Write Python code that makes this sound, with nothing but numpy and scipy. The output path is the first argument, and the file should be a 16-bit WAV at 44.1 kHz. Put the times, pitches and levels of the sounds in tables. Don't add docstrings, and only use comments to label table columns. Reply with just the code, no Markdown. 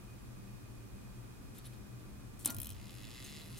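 import sys
import numpy as np
from scipy import signal
from scipy.fft import rfft, irfft, next_fast_len
from scipy.io import wavfile
from scipy.ndimage import uniform_filter1d

SR = 44100
rng = np.random.default_rng(int(sys.argv[2]) if len(sys.argv) > 2 else 0)


def gain_from_decibels(decibels):
    exponent = np.asarray(decibels, float) / 20
    return 10 ** exponent


def dump_mix(stems):
    frames = np.atleast_2d(stems).T
    limited = np.clip(frames, -1, 1)
    pcm = np.round(limited * 32767).astype(np.int16)
    wavfile.write(sys.argv[1], SR, pcm)


N = 158319
T = np.arange(N) / SR

# freq_hz, density_db_per_hz
RUMBLE_COLOUR = [(12, -43), (20, -9.5), (48, -3.5), (86, -9.5), (123, 1.5), (147, -14), (195, -8.5),
                 (353, -14.5), (700, -31), (910, -64), (1540, -120)]
# freq_hz, density_db_per_hz
HISS_COLOUR = [(290, -34), (500, -2), (699, -1.5), (1150, -2.5), (2210, -9.5), (2490, -5.5), (2710, -10.5),
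               (9640, -13), (16300, -19)]
# freq_hz, likeness_-1_to_1
AIR_LIKENESS = [(60, 0.34), (180, 0.35), (550, -0.13), (1650, 0.25), (4970, -0.29), (15000, 0.42)]
# freq_hz, left_minus_right_db
ROOM_BALANCE = [(60, 3), (400, 0), (2400, -2.5), (5000, 0)]
# freq_hz, width_hz, rms_db, left_right_likeness
APPLIANCE_TONES = [(41.5, 12, -84, 0.2), (119.2, 5.2, -59.5, 0.4), (199.5, 6, -63, 0.5),
                   (1183, 23, -75.5, 0.02), (1620, 38, -77, -1.5), (2477, 20, -76.5, 0.24),
                   (15500, 2.9, -113, 0.24)]
RUMBLE_DB, HISS_DB, HISS_TOP_HZ = -51, -61.5, 15850

# peak_s, rise_s, t60_s, level_db, brightness_0_to_1
RUBS = [
    (1.56, .02, 0.11, -60, 0.7),
    (1.587, 0.014, 0.041, -55, 0.66),
    (1.665, 0.021, 0.099, -55, 0.55),
    (1.74, 0.018, 0.13, -63.5, 0.5),
    (2.394, 0.0016, 0.38, -52, 0.86),
    (2.508, 0.0048, 0.12, -49, 0.87),
    (1.598, 0.0075, 0.046, -65.5, 0.23),
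    (2.905, .005, .06, -65, .8),
    (3.245, .003, 0.37, -55.5, 0.9),
    (3.585, 0.023, .2, -55.5, 0.9),
]
# freq_hz, width_hz, level_db
RUB_LOW_MODES = [(2420, 1500, -4.5), (3440, 770, 4), (4340, 390, 5), (5540, 630, -5.5)]
# freq_hz, width_hz, level_db
RUB_HIGH_MODES = [(6170, 3000, -13), (7500, 570, -4), (8570, 570, -3), (9960, 1750, -5),
                  (13000, 2000, -9.5)]
# start_s, peak_db, ring_hz, t60_s
TICKS = [(1.5834, -51, 12200, .025), (1.655, -55, 10600, .08), (1.668, -53, 10700, .05),
         (2.3935, -44, 8500, .01), (2.5045, -32, 11500, .004), (2.5047, -36, 5900, .007),
         (2.5095, -36, 9800, .004), (2.5105, -41, 7400, .006), (2.484, -47, 9000, .035),
         (2.467, -44, 13100, .02), (3.244, -45, 8500, .008), (3.246, -59, 6300, .12), (3.25, -61, 6750, .1),
         (3.573, -58, 6400, .04), (3.576, -57, 7400, .04), (3.4115, -48, 3000, .006),
         (3.419, -55, 4050, .05)]

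# start_s, pawl_db, spring_db, tip_db, frame_db
RATCHET_TEETH = [(2.4476, -29, -36, -46, -45), (2.4736, -31, -44, -44, -43), (2.4995, -38, -42, -49, -48),
                 (2.5229, -43, -52, -56, -59), (2.5452, -36.5, -52, -53, -49.5),
                 (2.5652, -37, -54, -48, -53), (2.5841, -37, -49, -49, -48.5),
                 (2.6005, -37, -49, -39, -46.5), (2.6157, -32.5, -45, -50, -48),
                 (2.6301, -35.5, -47, -44, -47.5), (2.6446, -42, -48, -54, -48),
                 (2.656, -40, -49, -51, -46.5), (2.6688, -38.5, -45, -56, -46.5),
                 (2.6796, -56, -63, -63, -59), (2.6908, -44, -55, -55, -46), (2.702, -40.5, -52, -55, -47),
                 (2.7106, -58, -64, -55, -50), (2.7204, -46.5, -63, -59, -53), (2.7299, -57, -72, -69, -54),
                 (2.745, -59, -73, -69, -68), (2.7554, -60, -75, -65, -64)]
# freq_hz, width_hz, level_db
PAWL_MODES = [(9950, 540, -7), (10780, 230, -2)]
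# freq_hz, width_hz, level_db
SPRING_MODES = [(11860, 180, -3.5), (13100, 400, -5.5)]
# freq_hz, width_hz, level_db
TIP_MODES = [(14500, 520, -4)]
# freq_hz, width_hz, level_db
FRAME_MODES = [(3110, 420, -5.5), (4010, 290, -5.5), (5350, 320, -8.5), (6420, 230, -5), (8230, 600, -8.5)]
PAWL_LAG_S, PAWL_DB, SPRING_DB, TIP_DB, FRAME_DB = .0007, 26, 35.5, 36, 30

# freq_hz, density_db_per_hz
SNAP_COLOUR = [(180, -10), (300, -1), (2170, -13.5), (3080, -7), (5520, -5.5), (7500, 2.5), (8940, 0),
               (13500, 4.5), (16000, -20)]
# delay_s, freq_hz, level_db, rise_s, t60_s
CASE_MODES = [
    (0, 304, -42, 0.0074, 0.14),
    (.02, 247.4, -39, 0.0055, 0.15),
    (0.091, 101.5, -33.5, 0.013, 0.19),
    (0.152, 66, -35.5, 0.057, 0.37),
    (0.222, 93.7, -40, .02, 0.36),
]
# delay_s, freq_hz, level_db, rise_s, t60_s
ROD_MODE = (.012, 1406, -39, .03, .2)
SNAP_S, SNAP_DB, SNAP_HZ, SNAP_T60_S, CAUGHT_S = 2.45809, -12, 9000, .007, .00056
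CHATTER_LAG_S, CHATTER_DB, CHATTER_T60_S = .0022, -26, .012
SNAP_TOP_HZ = 15100
SHUDDER_S, SHUDDER_HIGH_DB, SHUDDER_LOW_DB = 0.054, -49, -54.5

# time_s, teeth_passed
TEETH_PASSED = [(2.7465, 0), (2.7822, 2), (2.8691, 8), (2.9625, 16), (3.0602, 26), (3.1635, 38),
                (3.2546, 50), (3.3509, 64), (3.4281, 76), (3.522, 91), (3.563, 98)]
# time_s, plate_drive_db, pinion_drive_db
TRAIN_LOAD = [(2.74, -64.5, -86), (2.81, -62, -71.5), (2.9, -60, -68), (2.935, -60.5, -66.5),
              (3.07, -59, -67.5), (3.22, -57, -66), (3.36, -56.5, -66.5), (3.43, -61.5, -68.5),
              (3.52, -63.5, -67), (3.59, -61, -72)]
# freq_hz, width_hz, level_db
PLATE_MODES = [(2020, 350, -2), (2096, 114, 3), (2690, 176, 0), (3370, 93, 1), (3490, 170, -2),
               (4070, 200, -0.5), (4510, 180, -2.5), (5350, 240, 2), (6370, 170, -6), (7060, 960, -7.5)]
# freq_hz, width_hz, level_db
PINION_MODES = [(10000, 610, -6.5), (10050, 170, -1), (10930, 600, -11.5), (11900, 400, -7.5)]
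LEAF_DB = [0, 1, -.5, 0, 2.3, -2, 0]
MESH_LAG_S, MESH_JITTER_S, MESH_T60_S = .0002, .00018, .006
MESH_ROUGH, REBOUND, BEARING = .1, .1, .024
NULL_HZ, NULL_WIDTH_HZ = 5450, 480

# freq_hz, left_minus_right_db
CLOCK_BALANCE = [(2000, -1), (5000, -2), (7200, 2.5), (11000, 4), (14000, 3.5)]
# freq_hz, t60_s
WALL_DECAY = [(300, 0.76), (3000, 0.16), (12000, 0.032)]
PORT_LEAD_S, WALL_DB, WALL_BRIGHT_HZ = .000016, -9, 9000


def unit(x):
    return x / np.sqrt(np.mean(x ** 2) + 1e-20)


def along(points, hz):
    f, value = np.transpose(points)
    return np.interp(np.log(hz + 1), np.log(f + 1), value)


def filtered(x, response):
    size = next_fast_len(N + SR // 2)
    spectrum = rfft(x, size) * response(np.fft.rfftfreq(size, 1 / SR))
    return irfft(spectrum, size)[..., :N]


def resonant(x, modes, broad_db=-40):
    def response(f):
        total = gain_from_decibels(broad_db) * 1j * f / (1500 + 1j * f)
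        for k, (hz, width_hz, db) in enumerate(modes):
            damping = 1j * f * width_hz
            total = total + (-1) ** k * gain_from_decibels(db) * damping / (hz * hz - f * f + damping)
        return total
    return filtered(x, response)


def stereo_noise(gain, likeness):
    def response(f):
        angle = np.arccos(np.clip(likeness(f), -1, 1)) / 2
        return gain(f) * np.array([np.cos(angle), np.sin(angle)])
    mid, side = filtered(rng.standard_normal((2, N)), response)
    return unit(np.array([mid + side, mid - side]))


def panned(x, balance, lead_s=0):
    def response(f):
        ratio = gain_from_decibels(along(balance, f)) * np.exp(2j * np.pi * f * lead_s)
        return ratio ** np.array([[.5], [-.5]])
    return filtered(x, response)


def swell(peak_s, rise_s, t60_s):
    rise = np.exp(-((T - peak_s) / rise_s) ** 2)
    return np.where(T < peak_s, rise, gain_from_decibels(-60 * np.abs(T - peak_s) / t60_s))


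def grainy_noise(depth_db, grain_samples):
    waver = unit(uniform_filter1d(rng.standard_normal(N), size=grain_samples))
    return rng.standard_normal(N) * gain_from_decibels(depth_db * waver)


def ring(start_s, hz, rise_s, t60_s):
    t = np.clip(T - start_s, 0, None)
    return np.sin(2 * np.pi * hz * t) * gain_from_decibels(-60 * t / t60_s) * (1 - np.exp(-t / rise_s))


def contacts(times_s, gains, t60_s, bounce_s, bounce, rough):
    marks = np.zeros(N + SR)
    for delay_s, share in ((0, 1), (bounce_s, bounce)):
        np.add.at(marks, ((times_s + delay_s) * SR).astype(int), gains * share)
    blows = marks[:N]
    noise_level = signal.fftconvolve(blows, gain_from_decibels(-60 * T[:900] / t60_s))[:N]
    return blows + rough * noise_level * rng.standard_normal(N)


def room_air():
    air = 0
    for colour, db in ((RUMBLE_COLOUR, RUMBLE_DB), (HISS_COLOUR, HISS_DB)):
        points = [(6.8, -72), *colour, (colour[-1][0] * 1.3, -60)]
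        noise = stereo_noise(lambda f: gain_from_decibels(along(points, f)), lambda f: along(AIR_LIKENESS, f))
        air = air + gain_from_decibels(db) * noise
    for hz, width_hz, db, like in APPLIANCE_TONES:
        tone = stereo_noise(lambda f: 1 / (1 + ((f - hz) / width_hz) ** 2), lambda f: like + 0 * f)
        air = air + gain_from_decibels(db) * tone
    return panned(air, ROOM_BALANCE)


def rubs():
    low = unit(resonant(grainy_noise(4.2, 60), RUB_LOW_MODES))
    high = unit(resonant(grainy_noise(4.2, 60), RUB_HIGH_MODES))
    out = np.zeros(N)
    for peak_s, rise_s, t60_s, db, bright in RUBS:
        out += gain_from_decibels(db) * swell(peak_s, rise_s, t60_s) * (bright * high + (1 - bright) * low)
    return out


def ticks():
    shaky = 1 + 0.82 * unit(uniform_filter1d(rng.standard_normal(N), size=70))
    crack = 0.61 * np.diff(rng.standard_normal(N + 1))
    out = np.zeros(N)
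    for start_s, db, hz, t60_s in TICKS:
        mode = shaky * ring(start_s, hz, 0.00019, t60_s)
        out += gain_from_decibels(db) * (mode + swell(start_s, .0001, 0.0056) * crack)
    return out


def ratchet():
    start_s, pawl_db, spring_db, tip_db, frame_db = np.transpose(RATCHET_TEETH)
    parts = ((pawl_db + PAWL_DB, PAWL_MODES), (spring_db + SPRING_DB, SPRING_MODES),
             (tip_db + TIP_DB, TIP_MODES), (frame_db + FRAME_DB, FRAME_MODES))
    out = np.zeros(N)
    for db, modes in parts:
        flicks = contacts(start_s + PAWL_LAG_S, gain_from_decibels(db), .01, .0012, .4, rough=.18)
        out += resonant(flicks, modes, broad_db=-36)
    return out


def snap():
    caught = np.clip((SNAP_S + CAUGHT_S - T) / .0001, .2, 1)
    ping = 1.2 * ring(SNAP_S, SNAP_HZ, .00008, SNAP_T60_S) + .6 * ring(SNAP_S, 12800, .00012, .003)
    noise = unit(filtered(rng.standard_normal(N), lambda f: gain_from_decibels(along(SNAP_COLOUR, f))))
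    chatter = noise * swell(SNAP_S + CHATTER_LAG_S, .0015, CHATTER_T60_S) * (T > SNAP_S)
    out = gain_from_decibels(SNAP_DB) * caught * ping + gain_from_decibels(CHATTER_DB) * chatter
    for delay_s, hz, db, rise_s, t60_s in [*CASE_MODES, ROD_MODE]:
        out += gain_from_decibels(db) * ring(SNAP_S + delay_s, hz, rise_s, t60_s)
    return out


def shudder():
    on = np.clip(np.minimum(T - SNAP_S, SNAP_S + SHUDDER_S - T) / .006, 0, 1)
    waver = gain_from_decibels(2 * unit(uniform_filter1d(rng.standard_normal(N), size=90)))
    grain = rng.standard_normal((2, N)) * waver
    high = unit(resonant(grain[0], [*RUB_LOW_MODES, *RUB_HIGH_MODES]))
    low = unit(resonant(grain[1], [(494, 480, -1), (970, 740, 0.5), (2140, 160, -6)]))
    fading_db = SHUDDER_HIGH_DB - 60 * (T - SNAP_S) * on / 0.86
    return on * (gain_from_decibels(fading_db) * high + gain_from_decibels(SHUDDER_LOW_DB) * low)


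def train():
    at_s, count = np.transpose(TEETH_PASSED)
    running = T > at_s[0]
    passed = np.polynomial.Polynomial.fit(at_s, count, deg=5)(T[running])
    new_tooth = np.diff(np.floor(passed + 1e-3), prepend=-1)
    times_s = T[running][np.flatnonzero(new_tooth)]
    luck = rng.standard_normal((len(times_s), 3))
    times_s = times_s + MESH_LAG_S + MESH_JITTER_S * luck[:, 0]
    leaf_db = np.resize(LEAF_DB, len(times_s))
    load_s, *drive_db = np.transpose(TRAIN_LOAD)
    out = np.zeros(N)
    for k, modes in enumerate((PLATE_MODES, PINION_MODES)):
        gains = gain_from_decibels(leaf_db + luck[:, 1 + k])
        knocks = contacts(times_s, gains, MESH_T60_S, 0.0023, REBOUND, rough=MESH_ROUGH)
        knocks = knocks + BEARING * rng.standard_normal(N) * running
        body = resonant(knocks, modes, broad_db=-28.5)
        out += body / np.std(body[T > 3]) * gain_from_decibels(np.interp(T, load_s, drive_db[k]) + 2.5)

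    def notch(f):
        gap = NULL_HZ ** 2 - f * f
        return gap / (gap + 1j * f * NULL_WIDTH_HZ)
    return filtered(out, notch)


def walls(x):
    hz, t, z = signal.stft(rng.standard_normal((2, SR // 3)), SR, nperseg=256)
    decay = gain_from_decibels(-60 * t / along(WALL_DECAY, hz)[:, None])
    tail = signal.istft(z * decay, SR, nperseg=256)[1]
    delayed = np.pad(x, (30, 0))[None]
    return signal.fftconvolve(delayed, tail / np.linalg.norm(tail[0]), axes=1)[:, :N]


def scene():
    below_top = lambda f: f < HISS_TOP_HZ
    hits = filtered(snap(), lambda f: 1 / np.sqrt(1 + (f / SNAP_TOP_HZ) ** 40))
    soft = filtered(rubs() + ticks() + ratchet() + shudder() + train(), below_top)
    clock = hits + soft
    scattered = filtered(clock, lambda f: (1 + 1j * f / WALL_BRIGHT_HZ) * below_top(f))
    direct = panned(clock, CLOCK_BALANCE, PORT_LEAD_S)
    return direct + gain_from_decibels(WALL_DB) * walls(scattered) + filtered(room_air(), below_top)


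def band_limit(x):
    return signal.sosfilt(signal.butter(12, 16510, fs=SR, output="sos"), x)


def record(dry):
    return band_limit(dry)


dry = scene()
out = record(dry)
dump_mix(out)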